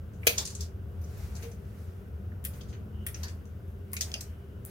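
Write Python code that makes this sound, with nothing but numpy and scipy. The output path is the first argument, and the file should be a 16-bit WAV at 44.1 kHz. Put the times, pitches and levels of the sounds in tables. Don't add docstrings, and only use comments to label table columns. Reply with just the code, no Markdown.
import sys
import numpy as np
from scipy import signal
from scipy.fft import rfft, irfft
from scipy.io import wavfile
from scipy.ndimage import uniform_filter1d

SR = 44100
rng = np.random.default_rng(int(sys.argv[2]) if len(sys.argv) > 2 else 0)


def attenuation_scalar(level_db):
    decades = np.asarray(level_db, float) / 20
    return 10 ** decades


def generate_wav(signal):
    frames = np.transpose(np.atleast_2d(signal))
    scaled = np.clip(frames, -1, 1) * 32767
    pcm = np.round(scaled).astype(np.int16)
    wavfile.write(sys.argv[1], SR, pcm)


N = 207291


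def band(x, lo_hz, hi_hz):
    return signal.sosfilt(signal.butter(2, [lo_hz, hi_hz], "band", fs=SR, output="sos"), x)


def unit(x):
    return x / np.sqrt(np.mean(x ** 2))


def curve(rows, column):
    rows = np.array(rows)
    return np.interp(np.arange(N) / SR, rows[:, 0], rows[:, column])


def over_hz(hz, rows):
    rows = np.array(rows, float)
    return np.interp(np.log(hz + 1), np.log(rows[:, 0] + 1), rows[:, 1])


def walk(rate):
    hold = int(SR / rate)
    steps = np.repeat(rng.standard_normal(N // hold + 1), hold)
    return unit(uniform_filter1d(uniform_filter1d(steps, hold), hold)[:N])


def resonance(hz, centre_hz, width_hz):
    return 1 / (1 + 2j * (hz - centre_hz) / width_hz)


def decay(t, t60_s):
    return np.exp(-np.log(1000) * t / t60_s)


def ports(count, alike, lag=0):
    common = rng.standard_normal(count)
    own = rng.standard_normal((2, count))
    shared = np.array([np.roll(common, lag), common])
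    return np.sqrt(alike) * shared + np.sqrt(1 - alike) * own


def add(out, s, x):
    i = int(s * SR)
    out[:, i:i + x.shape[1]] += x[:, :N - i]


# (f/Hz, level/dB per Hz)
AIR = [(12, -67), (20, -32.5), (64, -7), (80, 0.5), (146, -15), (206, -14.5), (229, -23), (360, -25.5),
       (394, -28), (481, -26.5), (690, -33.5), (857, -39.5), (1500, -38), (1950, -69.5), (3300, -120)]
# (f/Hz, level/dB per Hz)
HISS = [(880, -33), (1500, 0), (2390, -12.5), (2820, -7.5), (4450, -18), (4810, -15.5), (9330, -23),
        (11100, -17.5), (15100, -15.5), (15900, -17.5)]
# (f/Hz, width/Hz, level/dB rms)
ROOM_MODES = [(79.56, 11, -44), (203.4, 20, -55), (395.5, 45, -60), (461, 21, -67), (695, 22, -76)]
# (t/s, level/dB)
HUM_SWELL = [(0.0, -34), (.3, -46), (.5, -33), (.66, -46), (.95, -34), (1.3, -32.5), (1.6, -48.5),
             (2.05, -40.5), (2.5, -44), (3.3, -41.5), (3.7, -45.5), (4.3, -41), (4.7, -44)]
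# (f/Hz, likeness 0-1)
ALIKE = [(60, 0.98), (130, 1), (290, 0.81), (640, 0.4), (1410, 0), (3100, .05), (6300, 0.7), (7200, 0.1),
         (15000, .6)]
# (f/Hz, left minus right level/dB)
LEFT_DB = [(60, 1), (110, 1), (200, 2.5), (380, -0.5), (700, 4.5), (1290, -3.5), (2380, 8), (4400, 1),
           (8120, 7.5), (15000, 7.5)]


def extractor():
    hz = np.fft.rfftfreq(N, 1 / SR)
    alike = over_hz(hz, ALIKE)
    tilt = attenuation_scalar(over_hz(hz, LEFT_DB) * np.array([[.5], [-.5]]))

    def flow(gain):
        common = rfft(rng.standard_normal(N))
        own = rfft(rng.standard_normal((2, N)))
        return unit(irfft(tilt * (np.sqrt(alike) * common + np.sqrt(1 - alike) * own) * gain, N))

    air = attenuation_scalar(-40.5 + walk(2.4)) * flow(attenuation_scalar(over_hz(hz, AIR)))
    hiss = attenuation_scalar(-66.5) * flow(attenuation_scalar(over_hz(hz, HISS)))
    modes = [attenuation_scalar(db + 2.1 * walk(4.7)) * flow(resonance(hz, f, w) ** 2) for f, w, db in ROOM_MODES]
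    swell = curve(HUM_SWELL, 1)
    return air + hiss + modes[0] * attenuation_scalar(swell - swell.mean()) + sum(modes[1:])


def kitchen(x):
    t = np.arange(SR // 2) / SR
    onset = 1 - np.exp(-(t / 0.0037) ** 2)
    tail = rng.standard_normal((2, len(t))) * decay(t, 0.22) * onset
    tail = tail / np.sqrt((tail ** 2).sum(axis=1, keepdims=True))
    return attenuation_scalar(-5) * signal.fftconvolve(x.mean(axis=0)[None], tail, axes=1)[:, :N]


# (t/s, length/s, level/dB, part on the wires/dB)
STROKES = [(0.206, 0.19, -47.5, -9), (0.351, 0.11, -44, 10.5), (0.421, 0.2, -60.5, 11.5),
           (0.942, 0.58, -57.5, 2), (1.332, .22, -55, -8), (1.444, 0.71, -66.5, 1.5), (2.44, 0.25, -59, -2),
           (3.026, 0.39, -56.5, -0.5), (3.89, 0.46, -54.5, -2), (0.562, 0.14, -60, 13),
           (2.655, 0.1, -70.5, 11.5), (4.634, 0.16, -57.5, 2.5)]
# (t/s, length/s, level/dB, change/dB)
SQUEAK = [
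    (2.947, 0.107, -69.5, 4.5),
    (4.259, 0.33, -73.5, -6),
]


def hands():
    t = np.arange(N) / SR

    def rub(lo_hz, hi_hz, alike):
        grains = attenuation_scalar(1.5 * rng.exponential(size=N) + 1.2 * walk(30))
        return unit(band(grains * ports(N, alike), lo_hz, hi_hz))

    skin, on_wires = np.zeros(N), np.zeros(N)
    for s, length, db, wires_db in STROKES:
        swell = attenuation_scalar(db - 21.5 * np.abs(2 * (t - s) / length - 1) ** 1.6)
        skin += swell
        on_wires += attenuation_scalar(wires_db) * swell
    rest_bright_db, rest_dull_db = -76, -68
    friction = on_wires * rub(3500, 7440, 0.27)
    friction = friction + (attenuation_scalar(-1) * skin + attenuation_scalar(rest_bright_db)) * rub(8000, 16900, .7)
    friction = friction + (attenuation_scalar(-0.5) * skin + attenuation_scalar(rest_dull_db)) * rub(1100, 2580, 0.16)
    friction = friction + attenuation_scalar(2.5) * skin * rub(300, 900, .7)

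    hz = np.fft.rfftfreq(N, 1 / SR)
    pivot = unit(irfft(rfft(ports(N, 0.23)) * resonance(hz, 2950, 300) ** 2, N))
    gate = np.zeros(N)
    for s, length, db, change_db in SQUEAK:
        edge = curve([(s - .03, 0), (s, 1), (s + length, 1), (s + length + .01, 0)], 1)
        gate += edge * attenuation_scalar(db + change_db * np.clip((t - s) / length, 0, 1))
    return attenuation_scalar(-5.5) * friction + attenuation_scalar(2.0) * gate * pivot


# (f/Hz, width/Hz, peak level/dB, ring/s)
BASKET = [(396, 45, -32.5, .06), (490.7, 210, -17.5, .05), (550, 120, -26, .045), (642, 88, -28.5, .05),
          (1564, 200, -34.5, .06), (2380, 350, -20, 0.16), (2720, 140, -27, 0.16), (3500, 730, -35, .2),
          (4460, 460, -31.5, .2)]
# (t/s, peak level/dB, f/Hz, ring/s)
KNOCKS = [(.378, -50.5, 1100, 0.51), (.381, -50, 630, 0.084), (3.233, -49.5, 1005, 0.31),
          (3.932, -42.5, 1100, 0.065), (4.010, -47.5, 613, 0.1), (4.155, -41.5, 680, 0.08)]
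# (t/s, peak level/dB, f/Hz, ring/s)
RINGS = [(.231, -28.5, 2200, 0.029), (.379, -19, 6130, 0.069), (.378, -29, 4710, 0.12),
         (.379, -30.5, 3500, 0.14), (.379, -46.5, 2330, 0.18), (.451, -44, 6700, .05),
         (.607, -37, 5850, 0.1), (1.040, -48, 5880, 0.052), (1.516, -50, 6000, .062),
         (2.317, -45, 1790, 0.044), (2.448, -34.5, 1940, 0.077), (2.608, -43, 3240, 0.052),
         (3.064, -49, 1994, .093), (3.064, -45, 3250, 0.059), (3.144, -30, 6070, 0.04),
         (3.235, -43, 1750, 0.26), (3.233, -40, 4650, 0.16), (3.932, -34.5, 2163, 0.083),
         (3.964, -31.5, 2400, 0.076), (4.011, -35, 3500, .1), (4.008, -21, 5660, 0.041),
         (4.140, -22.5, 5060, 0.022), (4.140, -32.5, 2750, .093)]
# (t/s, peak level/dB, f/Hz, ring/s)
NUDGE = [
    (1.433, -44, 465, .4),
    (1.437, -51, 655, .15),
]


def rings():
    out, t = np.zeros((2, N)), np.arange(9216) / SR
    hz = np.fft.rfftfreq(len(t), 1 / SR)
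    drop_s = .269
    rows = [(drop_s, db, f, w, ring) for f, w, db, ring in BASKET]
    for table, share in ((KNOCKS, 0.25), (RINGS, 0.22), (NUDGE, .055)):
        rows += [(s, db, f, f * share, ring) for s, db, f, ring in table]
    for s, peak_db, centre_hz, width_hz, ring_s in rows:
        push = (1 - np.exp(-t / .0016)) * decay(t, ring_s)
        lag = 4 if centre_hz < 900 else 10
        cluster = resonance(hz, centre_hz, width_hz) ** 2
        beating = unit(irfft(rfft(ports(len(t), 0.75, lag)) * cluster))
        struck = np.sin(2 * np.pi * centre_hz * (t - np.array([[lag], [0]]) / SR))
        add(out, s, attenuation_scalar(peak_db) * push * (.7 * beating + .35 * struck))
    return out


def strikes(rows, body, contact_ms, spread, crackle_db, snap_gain, alike, left_db, bright_ring, lag):
    out, t = np.zeros((2, N)), np.arange(9216) / SR
    hz = np.fft.rfftfreq(len(t), 1 / SR)
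    colour = np.sqrt(1 + sum(np.abs(attenuation_scalar(db) * resonance(hz, f, w)) ** 2 for f, w, db in body))
    balance_db = np.array([[left_db], [-left_db]]) / 2
    for s, peak_db, dull_db, bright_db, ring_s, centre_hz in rows:
        contact = np.clip(contact_ms * attenuation_scalar(0.11 * (peak_db + 24.0)), .3, 20) / 1000
        fade = decay(np.maximum(t - contact, 0), np.clip(ring_s, .01, .4))
        slips = np.repeat(rng.uniform(-2, 1, len(t) // 32), 32) * (t > contact)
        snap = 1 + snap_gain * np.exp(-((t - contact) / .0012) ** 2)
        force = np.minimum(t / contact, 1) ** 0.84 * attenuation_scalar(crackle_db * slips) * snap
        patches = attenuation_scalar(2.4 * np.interp(hz, np.arange(45) * 500, rng.standard_normal(45)))

        def haze(likeness, delay):
            return irfft(rfft(ports(len(t), likeness, delay)) * colour * patches) * force

        dull = band(haze(alike, lag) * fade, 1500, 3200)
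        middle = band(haze(alike, lag) * fade, centre_hz / spread, centre_hz * spread)
        bright = band(haze(.55, 0) * fade ** (1 / bright_ring), 9100, 15000)
        parts = ((dull_db, dull), (0, middle), (bright_db, bright))
        hit = sum(attenuation_scalar(db) * part / np.abs(part.mean(axis=0)).max() for db, part in parts)
        add(out, s - contact / 2, hit * attenuation_scalar(peak_db + balance_db))
    return out


# (f/Hz, width/Hz, level/dB over the haze)
MESH = [(2400, 1480, -18), (4578, 510, -2.5), (6295, 710, 10), (11100, 2100, 0), (13900, 1600, 7)]
# (t/s, peak level/dB, dull part/dB, bright part/dB)
TICKS = [(0.1348, -58, -21, -20), (0.382, -19.5, -12, -13), (0.453, -26.5, -23, -30),
         (0.4744, -31, -14.5, -24), (0.5027, -37.5, -14, -17), (0.5506, -32.5, -30, -32),
         (0.607, -29.5, -43, -10.5), (1.04, -57.5, -18, -12), (1.1753, -59, -10, 10),
         (1.3528, -41, -21, -14), (1.3648, -42.5, -11, -18), (1.5152, -49.5, -6, -7),
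         (2.687, -54, -25, -29.5), (3.1432, -45.5, 1.5, -29), (3.2823, -40.5, -8, -26),
         (3.4538, -53, -10, -17), (3.9664, -23.5, -13.5, -24), (4.0087, -24, -12, -5.5),
         (4.0165, -21, -29, -22), (4.2076, -31.5, -18.5, -3)]
# (t/s, peak level/dB, dull part/dB, bright part/dB)
SLAPS = [
    (0.2693, -14, -2, 5),
    (0.2742, -14.5, -9.5, -3.5),
    (1.0146, -59, -14, 8),
    (1.4245, -43, -4.5, -1),
    (1.4385, -51, 3, -11),
    (2.5353, -53, 0, -13.5),
    (2.6104, -47.5, -27, -18),
    (2.728, -55.5, 8, -33),
    (3.2325, -33, -22, -6.5),
    (3.6776, -72.5, 1, 12),
]


def bounces():
    falls = []
    for table, centre_hz in ((TICKS, 6000), (SLAPS, 4200)):
        for s, db, dull_db, bright_db in table:
            ring_s = 0.095 * attenuation_scalar(-0.29 * (db + 33))
            falls.append((s, db, dull_db, bright_db, ring_s, centre_hz))
    return strikes(falls, MESH, contact_ms=3.7, spread=1.53, crackle_db=4, snap_gain=0.28,
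                   alike=0.098, left_db=3.0, bright_ring=1.0, lag=12)


# (f/Hz, width/Hz, level/dB over the haze)
BLADES = [(1880, 260, 0.5), (3250, 240, 7.5), (10600, 500, -13), (14200, 900, -4.5)]
# (t/s, peak level/dB, dull part/dB, bright part/dB, centre f/Hz)
SNIPS = [
    (2.441, -53.5, 3.5, 16.5, 6400),
    (2.45, -35.5, -3.5, 12, 6900),
    (3.0657, -36.5, 4, 15, 7000),
    (3.917, -60.5, -10, 13, 3200),
    (3.932, -34, -8, 10, 7250),
    (4.117, -32.5, -20, -32, 4570),
    (4.14, -24, -15.5, -25, 4650),
    (4.6501, -56, -11, 25.5, 6300),
]


def snips():
    cuts = []
    for s, db, dull_db, bright_db, centre_hz in SNIPS:
        ring_s = .065 * attenuation_scalar(.33 * bright_db)
        cuts.append((s, db, dull_db, bright_db, ring_s, centre_hz))
    return strikes(cuts, BLADES, contact_ms=2.2, spread=1.8, crackle_db=6.5, snap_gain=0.78,
                   alike=0.74, left_db=3.5, bright_ring=0.66, lag=8)


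def scene():
    steady = extractor() + hands()
    near = rings() + bounces() + snips()
    return near + kitchen(near) + steady


def narrow(x, from_hz, keep_db, luck_db, loud_db):
    mid, side = (x[0] + x[1]) / 2, (x[0] - x[1]) / 2
    hz, _, blocks = signal.stft(side, SR, nperseg=2048)
    for lo in np.arange(from_hz, SR / 2, 1300):
        rows = (hz >= lo) & (hz < lo + 1300)
        level = np.sqrt(np.sum(np.abs(blocks[rows]) ** 2, axis=0))
        luck = uniform_filter1d(rng.standard_normal(len(level)), 3)
        spared = (luck > 0) | (lo > 12000) | (level > attenuation_scalar(loud_db))
        blocks[rows] = blocks[rows] * ((level > attenuation_scalar(keep_db + luck_db * luck)) & spared)
    side = signal.istft(blocks, SR, nperseg=2048)[1][:N]
    return np.array([mid + side, mid - side])


def band_limit(x):
    return signal.sosfilt(signal.butter(12, 16830, fs=SR, output="sos"), x)


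def record(dry):
    cut = signal.sosfiltfilt(signal.ellip(6, .3, 20, 15900, fs=SR, output="sos"), dry)
    mix = narrow(cut, from_hz=7000, keep_db=-84.5, luck_db=11.5, loud_db=-53)
    return band_limit(mix)


dry = scene()
out = record(dry)
generate_wav(out)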